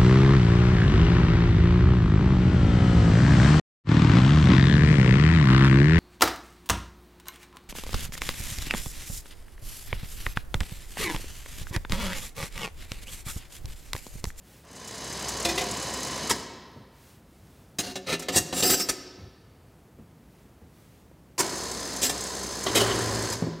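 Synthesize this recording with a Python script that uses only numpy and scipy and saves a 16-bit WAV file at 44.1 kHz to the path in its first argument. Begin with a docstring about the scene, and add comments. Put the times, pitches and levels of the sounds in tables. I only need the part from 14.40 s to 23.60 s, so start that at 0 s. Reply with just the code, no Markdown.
"""A gritty electric whir fills a large, hard-floored showroom: a quad bike's winch pays out its rope.
Gear teeth grind in their housing, the slack rope jerks in its rollers, and relay and brake clack.
Amid soft footfalls and rustling clothes, a steel hook rattles onto a snow plough's lifting eye.
The winch reels in, the hook slides tight, and the plough comes off the floor with a clank,
its blade booming as the taut rope feeds it the vibration of the gears."""
import sys
import numpy as np
from scipy import signal
from scipy.io import wavfile

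SR = 44100
rng = np.random.default_rng(int(sys.argv[2]) if len(sys.argv) > 2 else 0)


def unload_wav(signal):
    """Save mono or channel-first audio to the path in sys.argv[1] as 16-bit WAV at rate SR, clipped to [-1, 1]."""
    wavfile.write(
        sys.argv[1],
        SR,
        np.round(np.clip(np.atleast_2d(signal).T, -1, 1) * 32767).astype(np.int16),
    )


N = 405719


def amp(db):
    """Decibels to gain."""
    return 10 ** (np.asarray(db) / 20)


def unit(x):
    """Scales to rms 1."""
    return x / np.sqrt(np.mean(x ** 2) + 1e-20)


def curve(points, hz):
    """Reads (Hz, value) points on a log-frequency axis."""
    f, value = np.transpose(points)
    return np.interp(np.log(hz + 1), np.log(f + 1), value)


def add(mix, start_s, sound):
    """Mixes a sound in at its start time."""
    part = mix[max(round(start_s * SR), 0):][:len(sound)]
    part += sound[:len(part)]


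def blend(parts):
    """Layers (sound, dB) pairs, each scaled to the energy that its dB gives."""
    out = np.zeros(2 * SR)
    for part, db in parts:
        add(out, 0, amp(db) * part / np.linalg.norm(part))
    return out


def eq(x, db_at, size=4096):
    """Causal filter whose gain in dB is the function db_at(Hz)."""
    log_gain = np.log(amp(db_at(abs(np.fft.fftfreq(size, 1 / SR)))) + 1e-6)
    taps = np.fft.ifft(np.exp(np.conj(signal.hilbert(log_gain)))).real[:size // 2]
    return signal.oaconvolve(x, taps)[:len(x)]


def shape(x, points):
    """EQ drawn through (Hz, dB) points."""
    return eq(x, lambda f: curve(points, f))


def wander(n, rate_hz):
    """Smooth random drift, roughly between -1 and 1."""
    knots = rng.standard_normal(N // 20)
    return np.interp(np.arange(n) * rate_hz / SR, np.arange(len(knots)), knots)


def ring(modes, scatter_db):
    """One second of struck modes (Hz, dB, t60 s); each strike weights them differently."""
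    t = np.arange(SR) / SR
    hz, db, t60 = np.transpose(modes)
    gains = amp(db + scatter_db * rng.standard_normal(len(hz)))
    out = np.zeros(SR)
    for f, gain, life, phase in zip(hz, gains, t60, rng.random(len(hz))):
        age = t[:int(life * SR)]
        out[:len(age)] += gain * np.exp(-np.log(1000) * age / life) * np.sin(2 * np.pi * (f * age + phase))
    return out


def excite(force, modes, scatter_db=3, detune_hz=18):
    """Modes (Hz, dB, t60 s) driven by a contact force, reweighted and detuned on every hit."""
    force = np.pad(force, (0, SR - len(force))) + 1e-12
    out = np.zeros(SR)
    for hz, db, t60 in modes:
        radius = np.exp(-np.log(1000) / (t60 * SR))
        angle = 2 * np.pi * (hz + detune_hz * rng.standard_normal()) / SR
        tone = signal.lfilter([1, 0, -1], [1, -2 * radius * np.cos(angle), radius ** 2], force)
        out += amp(db + scatter_db * rng.standard_normal()) * unit(tone)
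    return out


# Room tone EQ. Each row: frequency in Hz, gain in dB.
AIR_EQ = [(30, -22), (55, 1), (160, -2.5), (1400, -23.5), (4000, -33), (15500, -36.5)]
def ventilation(db=-54.5):
    """A low, gently swelling bed of moving air."""
    air = unit(shape(rng.standard_normal(N + SR), AIR_EQ)[SR:])
    return air * amp(db + 0.5 * wander(N, 3.2))


# Someone moving about the hook. Each row: start in seconds, length in seconds, level in dB.
RUSTLES = [(0, 0.28, -54), (2.5, 0.33, -55), (2.75, 0.77, -64), (5.86, 0.28, -65.5), (6.2, 0.55, -64)]
def rustle(length, db):
    """Cloth rubs on cloth: a faint, uneven hiss that swells and fades."""
    n = int(length * SR)
    rub = rng.standard_normal(n) * amp(db + 2 * wander(n, 10.3))
    return shape(rub, [(3000, 0.5), (15000, -4.5)]) * np.sin(np.pi * np.arange(n) / n)


# Winch cues. Each holds: switch-on, switch-off and fade-in time in seconds, gear level in dB.
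PAY_OUT = (0.225, 1.925, 0.64, -35.5)
REEL_IN = (6.985, 8.92, 0.02, -36.3)
# Gearbox EQ for each direction. Each row: frequency in Hz, gain in dB.
PAY_OUT_EQ = [(45, -9), (110, 5.5), (570, 2), (1120, -1.5), (1350, -7), (2800, -7), (4700, -4.5),
              (7200, -9), (11000, -16.5), (15500, -35)]
REEL_IN_EQ = [(45, -11), (100, -2), (420, 2), (1250, -7), (2650, -13.5), (4400, -5), (5700, -8), (7500, -7),
              (11000, -17), (15500, -30)]
# Motor hum and gear whine. Each row: pitch in Hz, level in dB.
PAY_OUT_TONES = [(63.5, -51), (1012, -58), (2982, -48.5), (3978, -48)]
REEL_IN_TONES = [(63.1, -54), (190.6, -50), (1012, -54.5)]
# Gearbox housing resonances. Each row: centre in Hz, width in Hz, boost in dB.
HOUSING_PEAKS = [(1017, 100, 7), (1810, 600, 6.5), (4384, 71, 8), (5065, 280, 8.5), (6306, 210, 11)]
def winch(cue, gear_eq, tones, tick_db, carrier_hz, mesh_hz, shaft_hz=63, coast_db_per_s=133):
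    """Gear teeth grind in the housing and the planet carrier ticks. Returns start time and sound."""
    on, off, rise_s, db = cue
    t = np.arange(on, off + 40 / coast_db_per_s, 1 / SR)
    n = len(t)
    load = plough_load(t)
    speed = 1 - .035 * load + .005 * wander(n, 30)  # the weight drags the pitch down
    clock = np.cumsum(speed) / SR
    # every tooth lands with its own force, over a bed of sliding friction
    teeth = np.diff(np.floor(mesh_hz * clock), prepend=0) * rng.standard_normal(n)
    throb = 1 + .2 * np.cos(2 * np.pi * shaft_hz * clock)
    grind = unit((.5 * unit(teeth) + rng.standard_normal(n)) * throb)
    housing = lambda f: sum(boost / (1 + (2 * (f - hz) / width) ** 2) for hz, width, boost in HOUSING_PEAKS)
    gears = unit(eq(grind, lambda f: curve(gear_eq, f) + housing(f)))
    ticks = carrier_ticks(carrier_hz * clock)
    whine = sum(whine_tone(clock, hz, tone_db) for hz, tone_db in tones)
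    # extra growl at spin-up, and again as the weight comes on
    surge_db = 16 * np.exp((on - t) / .06)
    strain_db = 11.5 * load * np.exp(-np.maximum(t - LIFT_S, 0) / .44)
    growl = (amp(surge_db + strain_db) - 1) * shape(gears, [(100, -4), (500, 0), (3000, 0), (6000, -14)])
    body = amp(db) * (gears + growl + amp(tick_db) * ticks) + whine
    loaded = amp(2.5 * load) * body + load * blade_boom(grind)
    coast_db = -coast_db_per_s * (1 + .4 * load) * np.maximum(t - off, 0)  # load shortens the run-down
    envelope = np.minimum((t - on) / rise_s, 1) * amp(coast_db)
    return on, envelope * loaded * signal.windows.tukey(n, .02)


def carrier_ticks(turns, accent_db=3):
    """The carrier's slack closes once a turn with a bright rasp, accented every third turn."""
    n, count = len(turns), turns.astype(int)
    force = amp(5 * rng.uniform(-1, 1, n)[count] + accent_db * (count % 3 == 0))
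    phase = (turns + .3 * wander(n, 25)) % 1
    bursts = unit(force * phase * np.exp(-phase / .15) * rng.standard_normal(n))
    return unit(shape(bursts, [(3000, -19.5), (7000, 5), (10000, -6), (15000, -18)]))


def whine_tone(clock, hz, db):
    """One motor or gear tone: low ones hum, high ones flutter into a whir."""
    n, flutter_hz = len(clock), .05 * hz
    tone = np.sin(2 * np.pi * hz * clock + .9 * wander(n, flutter_hz))
    return amp(db) * tone * (1 + .26 * wander(n, flutter_hz))


# The colour of steel on steel. Each row: frequency in Hz, gain in dB.
STEEL_EQ = [(45, -1.5), (300, 2.5), (1100, -3), (3000, -0.5), (5500, 2.5), (8000, 0), (11000, -7.5),
            (15500, -14.5)]
def clatter(length, db, treble_db, bodies, growth_db=0, decay_s=.013, clank_db=-4):
    """A burst of tiny steel contacts rings the brackets and the given (modes, dB) bodies."""
    t = np.arange(SR // 4) / SR
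    swell = np.minimum(.61 + t / length, 1) * np.exp(-np.maximum(t - length, 0) / decay_s)
    swell *= np.minimum(t / min(length / 6, .01), 1)  # long scrapes get a softer attack
    swell *= amp(growth_db * np.minimum(t / length, 1))
    contacts = swell * rng.standard_normal(len(t))
    contacts *= amp(2 * np.minimum(rng.exponential(1, len(t)), 4) + 1.5 * wander(len(t), 160))  # grit
    bass_db = 4.5 - .083 * treble_db  # the harder the contact, the less bass
    tilt = [(400, bass_db), (1200, 0), (3300, .0079), (7500, treble_db)]
    crack = eq(contacts, lambda f: curve(STEEL_EQ, f) + curve(tilt, f))
    # many short modes, different at every contact point
    brackets = [(hz, 0, .04) for hz in 1200 + 14000 * rng.random(size=300) ** 1.3]
    clank = signal.fftconvolve(crack, ring(brackets, scatter_db=3))
    rings = [(excite(contacts, modes), ring_db) for modes, ring_db in bodies]
    return amp(db) * np.sqrt(length * SR) * blend([(crack, -2), (clank, clank_db)] + rings)


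# The guide rollers' ring. Each row: pitch in Hz, level in dB, t60 in seconds.
ROLLER_MODES = [(371, -3.5, 0.44), (523, -4, 0.44), (708, 0, 0.3), (2020, -2.5, 0.032), (2460, -9, 0.031),
                (3570, -8, 0.02)]
# Rope jerks. Each row: start in seconds, length in seconds, level in dB.
ROPE_JERKS = [(1.048, 0.013, -23), (1.086, 0.015, -28.5), (1.176, 0.008, -24.5), (1.207, 0.0091, -28.5)]
def rope_jerk(length, db):
    """The slack rope jerks and rattles its guide rollers."""
    return clatter(length, db, treble_db=-6, bodies=[(ROLLER_MODES, 0)], decay_s=.014)


# The ring of relay and brake. Each row: pitch in Hz, level in dB, t60 in seconds.
RELAY_MODES = [(391, -3.5, 0.021), (936, 2, 0.015), (1665, -5, 0.12), (2210, -11, 0.037),
               (4930, -11, 0.035)]
# Switching clacks. Each row: start in seconds, length in seconds, level in dB, treble in dB.
RELAY_CLACKS = [(1.895, 0.0049, -23, 3), (1.905, 0.0066, -21.5, 0.5), (6.979, 0.0046, -29, 9),
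                (6.988, 0.018, -25, 7), (8.922, 0.01, -33, 2)]
def relay_clack(length, db, treble_db):
    """The winch's relay and brake snap over with a short, hollow ring."""
    return clatter(length, db, treble_db, [(RELAY_MODES, -1)], decay_s=.01, clank_db=1.5)


# The plough blade's low ring. Each row: pitch in Hz, level in dB, t60 in seconds.
BLADE_MODES = [(62, -12, 0.2), (113, -1, 0.3), (166, 4, 0.4), (221, 1, 0.25), (301, -2, 0.2), (402, 0, 0.2)]
# Shoes, the stopping drum and the swinging plough.
# Each row: start in seconds, level in dB, high cut in Hz, blade ring in dB.
THUDS = [(1.902, -30, 323, -9), (2.36, -43, 227, -19), (3.96, -30, 173, -17), (4.785, -43.5, 109, -27),
         (5.586, -44.5, 220, -20.5), (6.215, -49.5, 300, -16), (6.712, -51.5, 784, -25),
         (9.022, -23, 386, -6.5), (9.065, -30, 352, -0.5)]
def thud(db, high_cut_hz, blade_db):
    """A soft, heavy contact that rings the blade; duller thuds last longer."""
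    t = np.arange(SR // 4) / SR
    decay_s = 6 / high_cut_hz
    push = rng.standard_normal(len(t)) * np.exp(-t / decay_s)
    thump = shape(push, [(35, -20), (85, 0), (high_cut_hz, 0), (2 * high_cut_hz, -15), (6000, -55)])
    boom = ring(BLADE_MODES, scatter_db=.64) * np.minimum(np.arange(SR) / SR / .01, 1)
    return amp(db) * np.sqrt(decay_s * SR) * blend([(thump, 0), (boom, blade_db)])


# The bright ping of hook and eye. Each row: pitch in Hz, level in dB.
HOOK_MODES = [(4846, -5.5), (5365, -4.5), (5790, -6), (6110, -6), (7349, -5), (7447, -4), (7835, -7),
              (9421, -6), (11926, -7), (12672, -12), (13292, -12), (13924, -8), (14372, -1.5)]
def hook_modes(focus_hz, boost_db=11, octaves=.2, t60=.1):
    """The point of contact favours the hook's modes near one pitch."""
    return [(hz, db + boost_db / (1 + (np.log2(hz / focus_hz) / octaves) ** 2), t60)
            for hz, db in HOOK_MODES]


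# The plough's tubular push frame. Each row: pitch in Hz, level in dB, t60 in seconds.
FRAME_MODES = [(182, -6, 0.45), (275, -1, 0.28), (374, -1.5, 0.2), (500, -4, 0.08), (718, -4, 0.26),
               (1760, -6, 0.11), (2770, -7, 0.13), (3875, -8, 0.07)]
# Hook hits. Each row: start in seconds, level in dB, treble in dB, frame ring in dB.
HOOK_KNOCKS = [(3.069, -52, -2.5, -16.5), (3.385, -21.5, 0.5, -11.5), (3.555, -29, -6.5, 1),
               (3.793, -31, 3.5, -4), (3.822, -31.5, -4, -9), (3.884, -26, -7, 0.5), (3.956, -16, 6, -12),
               (4.126, -29, -7, 3.5), (4.222, -21, -1.5, -3.5), (4.295, -22, 0.5, -8), (4.335, -24, -1, -8),
               (4.398, -25.5, 3, -10.5), (4.486, -21, 3, -20), (7.693, -24, 2.5, -5.5)]
def hook_knock(db, treble_db, frame_db):
    """The hook strikes the lifting eye and barely rings itself; harder hits chatter longer."""
    length = .016 * amp(db + 18.5)
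    return clatter(length, db, treble_db, [(FRAME_MODES, frame_db), (hook_modes(focus_hz=7500), -19)])


# Hook slides. Each row: start and length in seconds, then level, growth, treble and hook ring in dB,
# favoured pitch in Hz, frame ring in dB.
HOOK_SCRAPES = [(3.42, 0.1, -40.5, -6, -4, -19.5, 7500, -3),
                (3.66, 0.078, -29.5, 11.5, -9, -22.5, 5000, -3.5),
                (3.915, 0.043, -31, 12, -2.5, -10, 8000, -8.5),
                (4.128, 0.079, -32, 8.5, 3, 0.5, 7500, -7.5), (4.217, 0.12, -27.5, 5.5, -3, 4, 8900, -4.5),
                (4.36, 0.055, -38, 4, 5, 9.5, 5370, -6), (7.614, 0.051, -25, -4, 3, -5.5, 7500, -11)]
def hook_scrape(length, db, growth_db, treble_db, hook_db, focus_hz, frame_db):
    """The hook slides on the eye and sings over the ring of the frame."""
    bodies = [(FRAME_MODES, frame_db), (hook_modes(focus_hz), hook_db)]
    return clatter(length, db, treble_db, bodies, growth_db)


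# The ring of the plough's pivots. Each row: pitch in Hz, level in dB, t60 in seconds.
PIVOT_MODES = [(301, -5, 0.088), (406, 2.5, 0.12), (549, -5, 0.08), (1108, -5, 0.034), (3050, -5, 0.021)]
# Lift-off clanks. Each row: start and length in seconds, then level, treble and pivot ring in dB.
PIVOT_CLANKS = [(8.263, 0.0062, -25, -16, 3), (8.349, 0.024, -19, 0, -3), (8.399, 0.016, -24.5, -1.5, 3.5),
                (8.45, 0.07, -39, -16, 6)]
def pivot_clank(length, db, treble_db, ring_db):
    """The pivots jump in their play as the weight comes on."""
    return clatter(length, db, treble_db, [(PIVOT_MODES, ring_db)], decay_s=.021)


LIFT_S = 8.32
def plough_load(t, take_up_s=.035, settle_s=.35, held=.7):
    """Weight on the rope, 0 to 1: it comes on fast, overshoots and settles to the held share."""
    taken = .5 + .5 * np.tanh((t - LIFT_S) / (2 * take_up_s))
    return taken * (held + (1 - held) * np.exp(-np.maximum(t - LIFT_S, 0) / settle_s))


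# What the taut rope passes on. Each row: frequency in Hz, gain in dB.
ROPE_EQ = [(113, 5.5), (166, -10.5), (400, -13)]
def blade_boom(grind):
    """Gear vibration travels down the rope and sets the plough blade humming."""
    hum = signal.fftconvolve(shape(grind, ROPE_EQ), ring(BLADE_MODES, scatter_db=.56))
    return amp(-33.5) * unit(hum[:len(grind)])


# Showroom reverb. Each row: frequency in Hz, t60 in seconds.
HALL_T60 = [(100, 1.3), (1300, 1.7), (4200, 1.35), (8500, 0.5)]
def hall(x, predelay_s=.013):
    """Sparse reflections of random sign; each band dies at its own speed."""
    slots = np.arange(0, SR, 20)
    arrivals = slots + rng.integers(0, 20, len(slots))
    taps = np.zeros(SR + 20)
    taps[arrivals] = rng.choice([-1., 1.], len(slots)) * (arrivals > predelay_s * SR)
    hz, t, bands = signal.stft(taps, SR, nperseg=256)
    decay = np.exp(-np.log(1000) * t / curve(HALL_T60, hz)[:, None])
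    tail = signal.istft(bands * decay, SR, nperseg=256)[1]
    tail = shape(tail / np.linalg.norm(tail), [(100, -8), (240, -1), (2000, -7), (7000, -5)])
    return signal.fftconvolve(x, tail)[:N]


def scene():
    """A mono mix over room tone: the winch wet with reverb, the foley drier."""
    motor, foley = np.zeros(N), np.zeros(N)
    add(motor, *winch(PAY_OUT, PAY_OUT_EQ, PAY_OUT_TONES, tick_db=-5.5, carrier_hz=36.46, mesh_hz=1002))
    add(motor, *winch(REEL_IN, REEL_IN_EQ, REEL_IN_TONES, tick_db=-7, carrier_hz=36.45, mesh_hz=1008.4))
    tracks = [(HOOK_KNOCKS, hook_knock), (HOOK_SCRAPES, hook_scrape), (RELAY_CLACKS, relay_clack),
              (ROPE_JERKS, rope_jerk), (PIVOT_CLANKS, pivot_clank), (THUDS, thud), (RUSTLES, rustle)]
    for cues, source in tracks:
        for start_s, *settings in cues:
            add(foley, start_s, source(*settings))
    mono = motor + foley + hall(amp(-2.5) * motor + amp(-10) * foley) + ventilation()
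    return np.array([mono, mono])


def record(dry, low_cut_hz=42, ceiling=.42, high_cut_hz=15850):
    """Microphone low cut, softly rounded peaks, then a steep high cut."""
    cut = signal.sosfilt(signal.butter(4, low_cut_hz, "high", fs=SR, output="sos"), dry)
    rounded = cut / (1 + (cut / ceiling) ** 4) ** .25
    lowpass = signal.firwin(511, high_cut_hz, window=("kaiser", 9), fs=SR)
    return signal.oaconvolve(rounded, lowpass[None], "same")


dry = scene()
out = record(dry)
unload_wav(out)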